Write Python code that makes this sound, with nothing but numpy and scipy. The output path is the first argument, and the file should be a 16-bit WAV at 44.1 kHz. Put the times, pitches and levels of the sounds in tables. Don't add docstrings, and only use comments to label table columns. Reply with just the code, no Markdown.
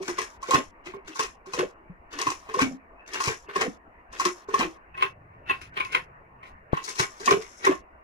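import sys
import numpy as np
from scipy import signal
from scipy.io import wavfile
from scipy.ndimage import uniform_filter1d, minimum_filter1d

SR = 44100
rng = np.random.default_rng(int(sys.argv[2]) if len(sys.argv) > 2 else 0)


def dump(signal):
    limited = np.clip(np.atleast_2d(signal).T, -1, 1)
    pcm = np.round(limited * 32767).astype(np.int16)
    wavfile.write(sys.argv[1], SR, pcm)


N = 354475

# start in seconds, body, ring and treble in relative dB, clank in Hz.
BLOWS = [(0.025, -41, -44, -37, 2220), (0.08, -28.5, -35.5, -27.5, 1390), (0.183, -24.5, -29, -28, 1960),
         (0.2175, -34, -64, -32, 1600), (0.4267, -39.5, -33.5, -36.5, 1320),
         (0.4812, -39, -37, -38.5, 2000), (0.508, -30.5, -20, -27, 2390), (0.532, -28.5, -20.5, -33, 2370),
         (0.5431, -18, -22.5, -29, 2490), (0.5766, -34, -40.5, -58, 2830), (0.8573, -33.5, -69, -42, 2020),
         (0.9358, -44.5, -35.5, -85, 2070), (1.0743, -34, -70, -38.5, 2660), (1.1553, -53, -37, -34, 1354),
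         (1.194, -21, -26.5, -26, 2560), (1.232, -34.5, -39, -35.5, 2410),
         (1.457, -46.5, -43.5, -45.5, 1390), (1.5337, -34, -34, -28, 2500), (1.589, -20, -29.5, -33, 2530),
         (2.125, -32.5, -74, -37.5, 2566), (2.188, -27.5, -36, -33, 2420), (2.214, -28.5, -34, -29, 2030),
         (2.2683, -24.5, -24, -31.5, 2430), (2.301, -34, -35, -29.5, 2430), (2.487, -39, -37, -47.5, 1620),
         (2.5405, -35.5, -26, -34, 2700), (2.5889, -30, -21.5, -31.5, 1460), (2.613, -16.5, -63, -27, 2216),
         (3.0744, -43, -63, -41.5, 1750), (3.133, -27.5, -65, -30, 1720), (3.147, -30, -66, -41, 2750),
         (3.2022, -32, -24, -27, 1351), (3.239, -31, -41, -28, 1404), (3.26, -57, -37, -32, 2200),
         (3.276, -21.5, -38, -29, 2370), (3.312, -41, -59, -35.5, 1630), (3.49, -37.5, -41.5, -65, 1500),
         (3.5564, -25.5, -27.5, -30.5, 1630), (3.6112, -18, -50, -28, 1740),
         (4.1267, -35, -45.5, -40.5, 2506), (4.1971, -24, -23, -25.5, 1350),
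         (4.252, -20, -25.5, -24.5, 1345), (4.4855, -42.5, -33, -44, 1440),
         (4.5399, -30, -19.5, -33.5, 1680), (4.591, -26.5, -39, -27, 1660), (4.6073, -19, -23.5, -57, 2370),
         (4.9415, -38, -37, -69, 1560), (4.9746, -41.5, -25, -51, 2650), (5.023, -10.5, -17, -33, 2630),
         (5.486, -26, -39, -46, 2560), (5.496, -18.5, -17.5, -45, 2550), (5.612, -32, -63, -32.5, 2470),
         (5.7698, -19, -33, -41, 2350), (5.8, -22, -25.5, -43, 2270), (5.849, -41.5, -30.5, -34, 2060),
         (5.92, -24, -46, -31.5, 2620), (5.9474, -12.5, -22, -31.5, 1700), (6.4274, -37, -44, -60, 1820),
         (6.7308, -28.5, -29, -73, 1336), (6.769, -33.5, -27, -48, 2626), (6.839, -43, -64, -29, 2570),
         (6.8775, -32, -41, -52, 1670), (6.889, -66, -68, -28.5, 2580), (6.9524, -65, -44, -33, 2350),
         (6.986, -35, -43, -29, 2600), (6.994, -21, -25, -25.5, 2590), (7.023, -42.5, -30.5, -35, 1510),
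         (7.2, -43.5, -46, -35, 1544), (7.2568, -35, -47, -22.5, 2490), (7.276, -22.5, -18, -57, 1790),
         (7.308, -13.5, -23, -26.5, 2305), (7.4107, -40, -59, -36, 1940), (7.6475, -17.5, -52, -27, 1870),
         (7.6667, -24.5, -19.5, -62, 1670), (7.717, -49, -24.5, -62, 1720)]
# pitch in Hz, relative dB, nominal t60 in seconds.
IRON_MODES = [(1071, 0, .065), (870, -18, .04), (1240, -20, .03), (1830, -24, .05), (2620, -18, .05)]
# frequency in Hz, relative level in dB.
CLATTER_EQ = [(47, -53.5), (80, -20.5), (232, -16.5), (404, -0.5), (643, -19), (1070, -4), (1170, -5),
              (1860, -4.5), (2380, -3.5), (3030, -9.5), (6740, -9.5), (16000, -32)]
SPRAY_EQ = [(3000, -38.5), (4600, -35), (5200, -10.5), (6000, -13), (7300, -11), (8200, -22.5),
            (11300, -20.5), (13000, -47.5), (16000, -51.5)]
# time in seconds, relative level in dB.
TRICKLE_FADER = [(6.8, -87), (6.84, -64.5), (7.75, -49.5), (7.84, -97)]
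# start in seconds, level in dB, pitch in Hz.
PIPE_NOTES = [(0.003, -33, 377), (0.085, -28, 349.5), (0.184, -34, 425), (0.486, -29.5, 489.7),
              (0.546, -34.5, 288), (0.863, -40, 356), (0.939, -36, 399), (1.086, -43, 321),
              (1.195, -34, 423), (1.468, -41.5, 394), (1.536, -33, 467), (1.591, -23, 366.5),
              (2.146, -43, 294), (2.261, -31.5, 304), (2.488, -38.5, 417), (2.543, -31.5, 407),
              (2.569, -27, 491), (2.616, -21.5, 260.8), (2.66, -32.5, 258), (2.71, -35.5, 258),
              (3.272, -28, 423.5), (3.485, -40.5, 410), (3.56, -28.5, 411), (3.608, -27.5, 447),
              (4.255, -26.5, 353.4), (4.485, -34.5, 414.3), (4.537, -28, 396), (4.605, -34.5, 337),
              (4.647, -30, 331), (5.03, -38.5, 395), (5.496, -55, 375), (5.951, -37.5, 490),
              (6.993, -28.5, 397), (7.203, -37.5, 429), (7.312, -14, 412.3), (7.367, -31, 433),
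              (7.668, -20.5, 370)]
# start in seconds, level in dB, pitch in Hz.
STAND_THUMPS = [(0.545, -14.5, 129), (1.6, -28.5, 145.6), (1.897, -27.5, 174.4), (2.275, -25.5, 125),
                (2.619, -25.5, 130.8), (3.275, -16, 122.8), (4.259, -24, 225), (6.732, -20.5, 147),
                (6.998, -16.5, 123.4)]
# start and length in seconds, level in dB.
GLUGS = [(0.533, 0.074, -32.5), (1.573, 0.075, -31), (3.583, 0.1, -32), (4.59, 0.061, -32.5),
         (7.259, 0.039, -32), (7.691, 0.037, -28)]
# start and length in seconds, level in dB, opening pitch in Hz.
PIVOT_SQUEAKS = [(2.95, 0.137, -62, 2530), (3.452, 0.14, -59.5, 2655), (5.717, 0.054, -48, 1520)]
# pitch and width in Hz, level in dB.
MURMUR_TONES = [(668, 41, -71), (1030, 220, -59)]
# frequency in Hz, relative level in dB.
YARD_EQ = [(22, -7.5), (45, 2), (108, -18.5), (256, -9), (510, -9), (665, -7), (1610, -14.5), (1800, -10.5),
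           (2630, -25.5), (3350, -25.5), (5000, -29), (6500, -65), (11000, -120)]
# time in seconds, level in dB.
ENGINE_FADER = [(4.88, -103), (4.92, -56), (6.0, -56.5), (6.7, -65), (6.74, -86)]
# start in seconds, lag of the left port in samples.
LISTENING_SPOTS = [(0, 10.5), (4.9, 20), (6.72, 14.5)]
# frequency in Hz, relative level in dB.
MIDDLE_SPOT_EQ = [(300, -6), (1000, -3.5), (2600, 1.5), (4000, -4), (8000, -10.5), (11000, 1),
                  (16000, -21.5)]
# frequency in Hz, left over right in dB.
PORT_BALANCE = [(60, -3.5), (300, 1), (700, -2), (1400, 3.5), (3000, 3.5), (6000, 18.5), (8500, -2),
                (15000, -10)]
# frequency in Hz, likeness of the ports from 0 to 1.
PORT_LIKENESS = [(60, 0.31), (300, 1), (1150, 0.93), (1600, 0.54), (4000, 0.14), (15000, 0.039)]

REF_BLOW_DB, RATTLE_T60_S = -27, 0.23
RATTLE_SHORTENS, RISE_SHORTENS = 0.3, 0.45
TREBLE_T60_S, THUMP_T60_S = 0.11, 0.056
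BODY_CRACK_DB, TREBLE_CRACK_DB, CRACK_T60_S = 7, 10.5, 0.024
SCRAPE_DB, SCRAPE_DB_PER_S = -10, 601.5
STILL_AFTER_S = 0.055
BOOM_REF_HZ, BOOM_LOW_LINGERS = 420, 0.48
BOOM_HOLD_S, BOOM_CLOSE_S, BOOM_SAG_DB_PER_S = 0.046, 0.008, 132.5
BOOM_AFTER_DB, BOOM_T60_S = -13.5, 0.27
SQUEAK_RISE = 0.062
CLICK_S, CLICK_DB, CLICK_HALF_WIDTH_S = 6.7327, -1.5, 0.0003
YARD_DB, BAND_LIMIT_HZ = -54, 15950


def pump():
    (body, ring, treble), clank_hz = blows()
    t = np.arange(N) / SR
    rattle = contacts(per_s=1200, spread_db=5.5)
    low = body * rattle
    high = treble * contacts(per_s=690, spread_db=3.5)
    sway = wander(rng.standard_normal(N), 1200)
    out = iron(body, ring, rattle, sway)
    out += amp(-1) * resonate(low, clank_hz * (1 + 0.013 * sway), 80)
    for drive, side in (low, "low"), (high, "high"):
        crossover = signal.butter(3, 3300, side, fs=SR, output="sos")
        out += amp(6.5) * signal.sosfilt(crossover, coloured(drive, CLATTER_EQ))
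    out += spray(treble, rattle)
    at_middle = (t > LISTENING_SPOTS[1][0]) & (t < LISTENING_SPOTS[2][0])
    top_mode = amp(-7) * ring * sine(IRON_MODES[-1][0] * (1 + 0.01 * sway))
    return np.where(at_middle, amp(-9) * coloured(out + top_mode, MIDDLE_SPOT_EQ), out)


def blows():
    drive, t = np.zeros((3, N + SR)), np.arange(SR // 4) / SR
    seated_db = -60 * np.maximum(t - 0.062, 0) / 0.056
    crack = 1 + amp([[BODY_CRACK_DB], [-60], [TREBLE_CRACK_DB]] - 60 * t / CRACK_T60_S)
    previous = -1
    for start, db, ring_db, treble_db, _ in BLOWS:
        at = round(start * SR)
        t60 = RATTLE_T60_S * amp(-RATTLE_SHORTENS * (db - REF_BLOW_DB))
        fade_db = -60 * t / np.array([[t60], [min(t60, IRON_MODES[0][2])], [TREBLE_T60_S]])
        onset_db = SCRAPE_DB if start - previous < STILL_AFTER_S else -60
        softness = amp(-RISE_SHORTENS * (max(db, treble_db) - REF_BLOW_DB))
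        rise_s = softness * np.array([[0.0035], [0.004], [0.0045]])
        attack = 1 - (1 - amp([[onset_db], [-60], [onset_db]])) * np.exp(-t / rise_s)
        levels_db = [[db - 10], [ring_db + 10.5], [treble_db - 8.5]]
        drive[:, at:at + len(t)] += attack * crack * amp(fade_db + seated_db + levels_db)
        scrape_db = SCRAPE_DB - SCRAPE_DB_PER_S * t[:at][::-1]
        drive[::2, at - len(scrape_db):at] += amp(scrape_db + [[db - 10], [treble_db - 13]])
        previous = start
    starts, *_, clank_hz = np.transpose(BLOWS)
    latest = np.maximum(np.searchsorted(starts, np.arange(N) / SR) - 1, 0)
    return drive[:, :N], clank_hz[latest]


def iron(body, ring, rattle, sway):
    t = np.arange(N) / SR
    width_times_t60 = np.log(1000) / np.pi
    (hz, db, t60), *other_modes = IRON_MODES
    phase = 2 * np.pi * hz * t
    out = amp(db + 2.5) * ring * (np.sin(phase) + 0.17 * np.sin(0.84 * phase))
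    shake = (ring + 0.21 * body) * rattle
    out += amp(db - 10) * resonate(shake, hz * (1 + 0.035 * sway), 2 * width_times_t60 / t60)
    for hz, db, t60 in other_modes:
        out += amp(db - 5.5) * resonate(body * rattle, hz, width_times_t60 / t60)
    return out


def pipe_booms():
    out, t = np.zeros(N + SR), np.arange(SR // 3) / SR
    wobbles, flutters, sloshes = rng.standard_normal((len(PIPE_NOTES), 3, len(t))).transpose(1, 0, 2)
    motion = zip(wander(wobbles, 500), wander(flutters, 350), unit_rms(band(sloshes, 110, 650)))
    for (start, db, hz), (wobble, flutter, slosh) in zip(PIPE_NOTES, motion):
        age = t * (hz / BOOM_REF_HZ) ** BOOM_LOW_LINGERS
        closing = 1 + np.exp(np.minimum((age - BOOM_HOLD_S) / BOOM_CLOSE_S, 50))
        held = amp(-BOOM_SAG_DB_PER_S * age) / closing
        tail = amp(BOOM_AFTER_DB - 60 * age / BOOM_T60_S)
        attack = 1 - np.exp(-t / 0.0018)
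        note = amp(2.3 * flutter) * sine(hz * (1 + 0.041 * wobble)) + 0.36 * slosh * np.exp(-t / 0.034)
        place(out, start, amp(db) * attack * (held + tail) * note)
    return out[:N]


def stand_thumps():
    out, t = np.zeros(N + SR), np.arange(SR // 4) / SR
    attack = 1 - np.exp(-t / 0.0051)
    for start, db, hz in STAND_THUMPS:
        place(out, start, attack * amp(db - 60 * t / THUMP_T60_S) * np.sin(2 * np.pi * hz * t))
    return out[:N]


def glugs():
    t, out = np.arange(N) / SR, np.zeros(N)
    gate = sum(amp(db) * np.clip((t - start) / 0.0056, 0, 1)
               * np.clip((start + length - t) / 0.013 + 1, 0, 1) for start, length, db in GLUGS)
    pops = amp(5.3 * rng.standard_normal(N)) * (rng.random(N) < 300 / SR)
    size = rng.integers(0, 6, N)
    for k, hz in enumerate(np.geomspace(240, 680, num=6)):
        cycles = np.arange(0, 12, hz / SR)
        envelope = (1 - np.exp(-cycles)) * np.exp(-cycles / 3.1)
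        bubble = envelope * np.sin(2 * np.pi * cycles * (1 + 0.009 * cycles))
        out += signal.oaconvolve(pops * (size == k), bubble)[:N]
    return gate * unit_rms(out)


def spray(jolts, rattle):
    fade = amp(-60 / (0.3 * SR)) ** 2
    trickle = fader(TRICKLE_FADER)
    envelope = np.sqrt(signal.lfilter([1 - fade], [1, -fade], jolts ** 2) + trickle ** 2)
    slosh = trickle * unit_rms(band(rattle, 790, 2200))
    fizz = coloured(envelope * contacts(per_s=1500, spread_db=5.5), SPRAY_EQ)
    return amp(-4.5) * slosh + amp(-5) * fizz


def pivot_squeaks():
    out = np.zeros(N + SR)
    for start, length, db, hz in PIVOT_SQUEAKS:
        progress = np.arange(0, length, 1 / SR) / length
        flutter_db = 8.1 * wander(rng.standard_normal(len(progress)), 150)
        whistle = sine(hz * (1 + SQUEAK_RISE * progress))
        place(out, start, amp(db + flutter_db) * np.sin(np.pi * progress) * whistle)
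    return out[:N]


def left_click():
    pulse = np.exp(-0.5 * ((np.arange(N) / SR - CLICK_S) / CLICK_HALF_WIDTH_S) ** 2)
    return amp([[CLICK_DB], [CLICK_DB - 46]]) * pulse


def wall_echoes(x):
    taps = np.zeros((2, SR // 3))
    grid = np.arange(80, SR // 3 - 20, 20)
    arrivals = grid + rng.integers(0, 20, (2, len(grid)))
    np.put_along_axis(taps, arrivals, rng.choice([-1., 1.], arrivals.shape), 1)
    taps *= amp(-60 * np.arange(SR // 3) / SR / 0.17)
    return signal.oaconvolve(x[None], taps / np.linalg.norm(taps[0]), axes=1)[:, :N]


def murmur_tones():
    drifts, swells, noises = rng.standard_normal((len(MURMUR_TONES), 3, N)).transpose(1, 0, 2)
    voices = zip(MURMUR_TONES, wander(drifts, 9000), wander(swells, 6000), noises)
    return sum(amp(db + 4.2 * swell) * resonate(noise, hz * (1 + 0.021 * drift), width)
               for (hz, width, db), drift, swell, noise in voices)


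def yard_murmur():
    frames, hz = N // 256 + 5, np.fft.rfftfreq(1024, 1 / SR)
    noise = rng.standard_normal((frames, 513, 5)).T
    left, apart = noise[0] + 1j * noise[1], noise[2] + 1j * noise[3]
    patches_db = 3.2 * wander(uniform_filter1d(noise[4], 8, axis=0), 10)
    likeness = at_hz([(50, 0.92), (300, 0.86), (800, -0.047), (1500, -0.6), (5000, 0.77)], hz)[:, None]
    right = likeness * left + np.sqrt(1 - likeness ** 2) * apart
    spectra = np.array([left, right]) * amp(at_hz(YARD_EQ, hz)[:, None] + patches_db)
    bed = unit_rms(signal.istft(spectra, nperseg=1024, noverlap=768)[1][:, :N])
    return amp([[YARD_DB + 0.5], [YARD_DB - 0.5]]) * bed


def far_engine():
    firing_hz = 20.5 * (1 + 6 * uniform_filter1d(rng.standard_normal(N), 2000))
    firings = np.diff(np.floor(np.cumsum(firing_hz) / SR), prepend=0) * amp(2.8 * rng.standard_normal(N))
    rough = unit_rms(firings) + 1.5 * rng.standard_normal(N)
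    return fader(ENGINE_FADER) * unit_rms(band(band(rough, 55, 180), 55, 180))


def ports(x):
    hz, t, spectrum = signal.stft(x, SR, nperseg=512)
    starts, lags = np.transpose(LISTENING_SPOTS)
    lag = lags[np.searchsorted(starts, t, "right") - 1]
    likeness = at_hz(PORT_LIKENESS, hz)[:, None]
    band_phase = np.exp(2j * np.pi * rng.random((len(hz) // 4 + 1, 1))).repeat(4, 0)[:len(hz)]
    time_phase = 1j ** rng.integers(0, 4, len(t) // 8 + 1).repeat(8)[:len(t)]
    left = spectrum * (likeness + np.sqrt(1 - likeness ** 2) * band_phase * time_phase)
    left *= np.exp(-2j * np.pi * hz[:, None] * lag / SR)
    tilt = amp(at_hz(PORT_BALANCE, hz)[:, None] / 2)
    return signal.istft(np.array([left * tilt, spectrum / tilt]), SR, nperseg=512)[1][:, :N]


def contacts(per_s, spread_db):
    hits = amp(spread_db * np.minimum(rng.exponential(1, N), 3.5)) * (rng.random(N) < per_s / SR)
    return unit_rms(unit_rms(hits * rng.choice([-1., 1.], N)) + 0.5 * rng.standard_normal(N))


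def resonate(x, hz, width_hz):
    turn = np.exp(2j * np.pi * np.cumsum(hz * np.ones(N)) / SR)
    pole = np.exp(-np.pi * width_hz / SR)
    return np.sqrt(2 * (1 - pole ** 2)) * (turn * signal.lfilter([1], [1, -pole], x / turn)).real


def coloured(x, eq):
    log_gain = np.log(amp(at_hz(eq, abs(np.fft.fftfreq(4096, 1 / SR)))))
    taps = np.fft.ifft(np.exp(log_gain - 1j * signal.hilbert(log_gain).imag)).real[:2048]
    return signal.oaconvolve(x, taps / np.linalg.norm(taps))[:N]


def band(x, lo_hz, hi_hz):
    return signal.sosfilt(signal.butter(2, [lo_hz, hi_hz], "bandpass", fs=SR, output="sos"), x)


def amp(db):
    return 10 ** (np.asarray(db) / 20)


def unit_rms(x):
    return x / np.sqrt(np.mean(x ** 2) + 1e-20)


def wander(noise, samples):
    return unit_rms(uniform_filter1d(noise, samples))


def sine(hz):
    return np.sin(2 * np.pi * np.cumsum(hz) / SR)


def at_hz(points, hz):
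    point_hz, values = np.transpose(points)
    return np.interp(np.log(hz + 1), np.log(point_hz + 1), values)


def fader(points):
    return amp(np.interp(np.arange(N) / SR, *np.transpose(points)))


def place(track, start_s, sound):
    track[round(start_s * SR):][:len(sound)] += sound


def scene():
    near = pump() + pipe_booms() + stand_thumps() + glugs() + pivot_squeaks() + murmur_tones()
    return ports(near) + amp(-6.5) * wall_echoes(near) + left_click() + yard_murmur() + far_engine()


def record(dry):
    hz, _, spectra = signal.stft(dry, SR, nperseg=512)
    treble_db = 10 * np.log10((abs(spectra[:, hz > 3300]) ** 2).sum((0, 1)) + 1e-14)
    held_db = -minimum_filter1d(-treble_db, size=5, origin=2)
    gate_db = -30 / (1 + np.exp(np.clip(held_db + 61.5, -30, 30)))
    gated_band = np.clip((hz[:, None] - 2800) / 500, 0, 1)
    rolloff_db = -6 * (hz[:, None] / 14000) ** 4
    out = signal.istft(spectra * amp(gate_db * gated_band + rolloff_db), SR, nperseg=512)[1][:, :N]
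    out += amp(-89) * rng.standard_normal((2, N))
    lowpass = signal.firwin(511, BAND_LIMIT_HZ, window=("kaiser", 9), fs=SR)
    return signal.oaconvolve(out, lowpass[None], "same")


dry = scene()
out = record(dry)
dump(out)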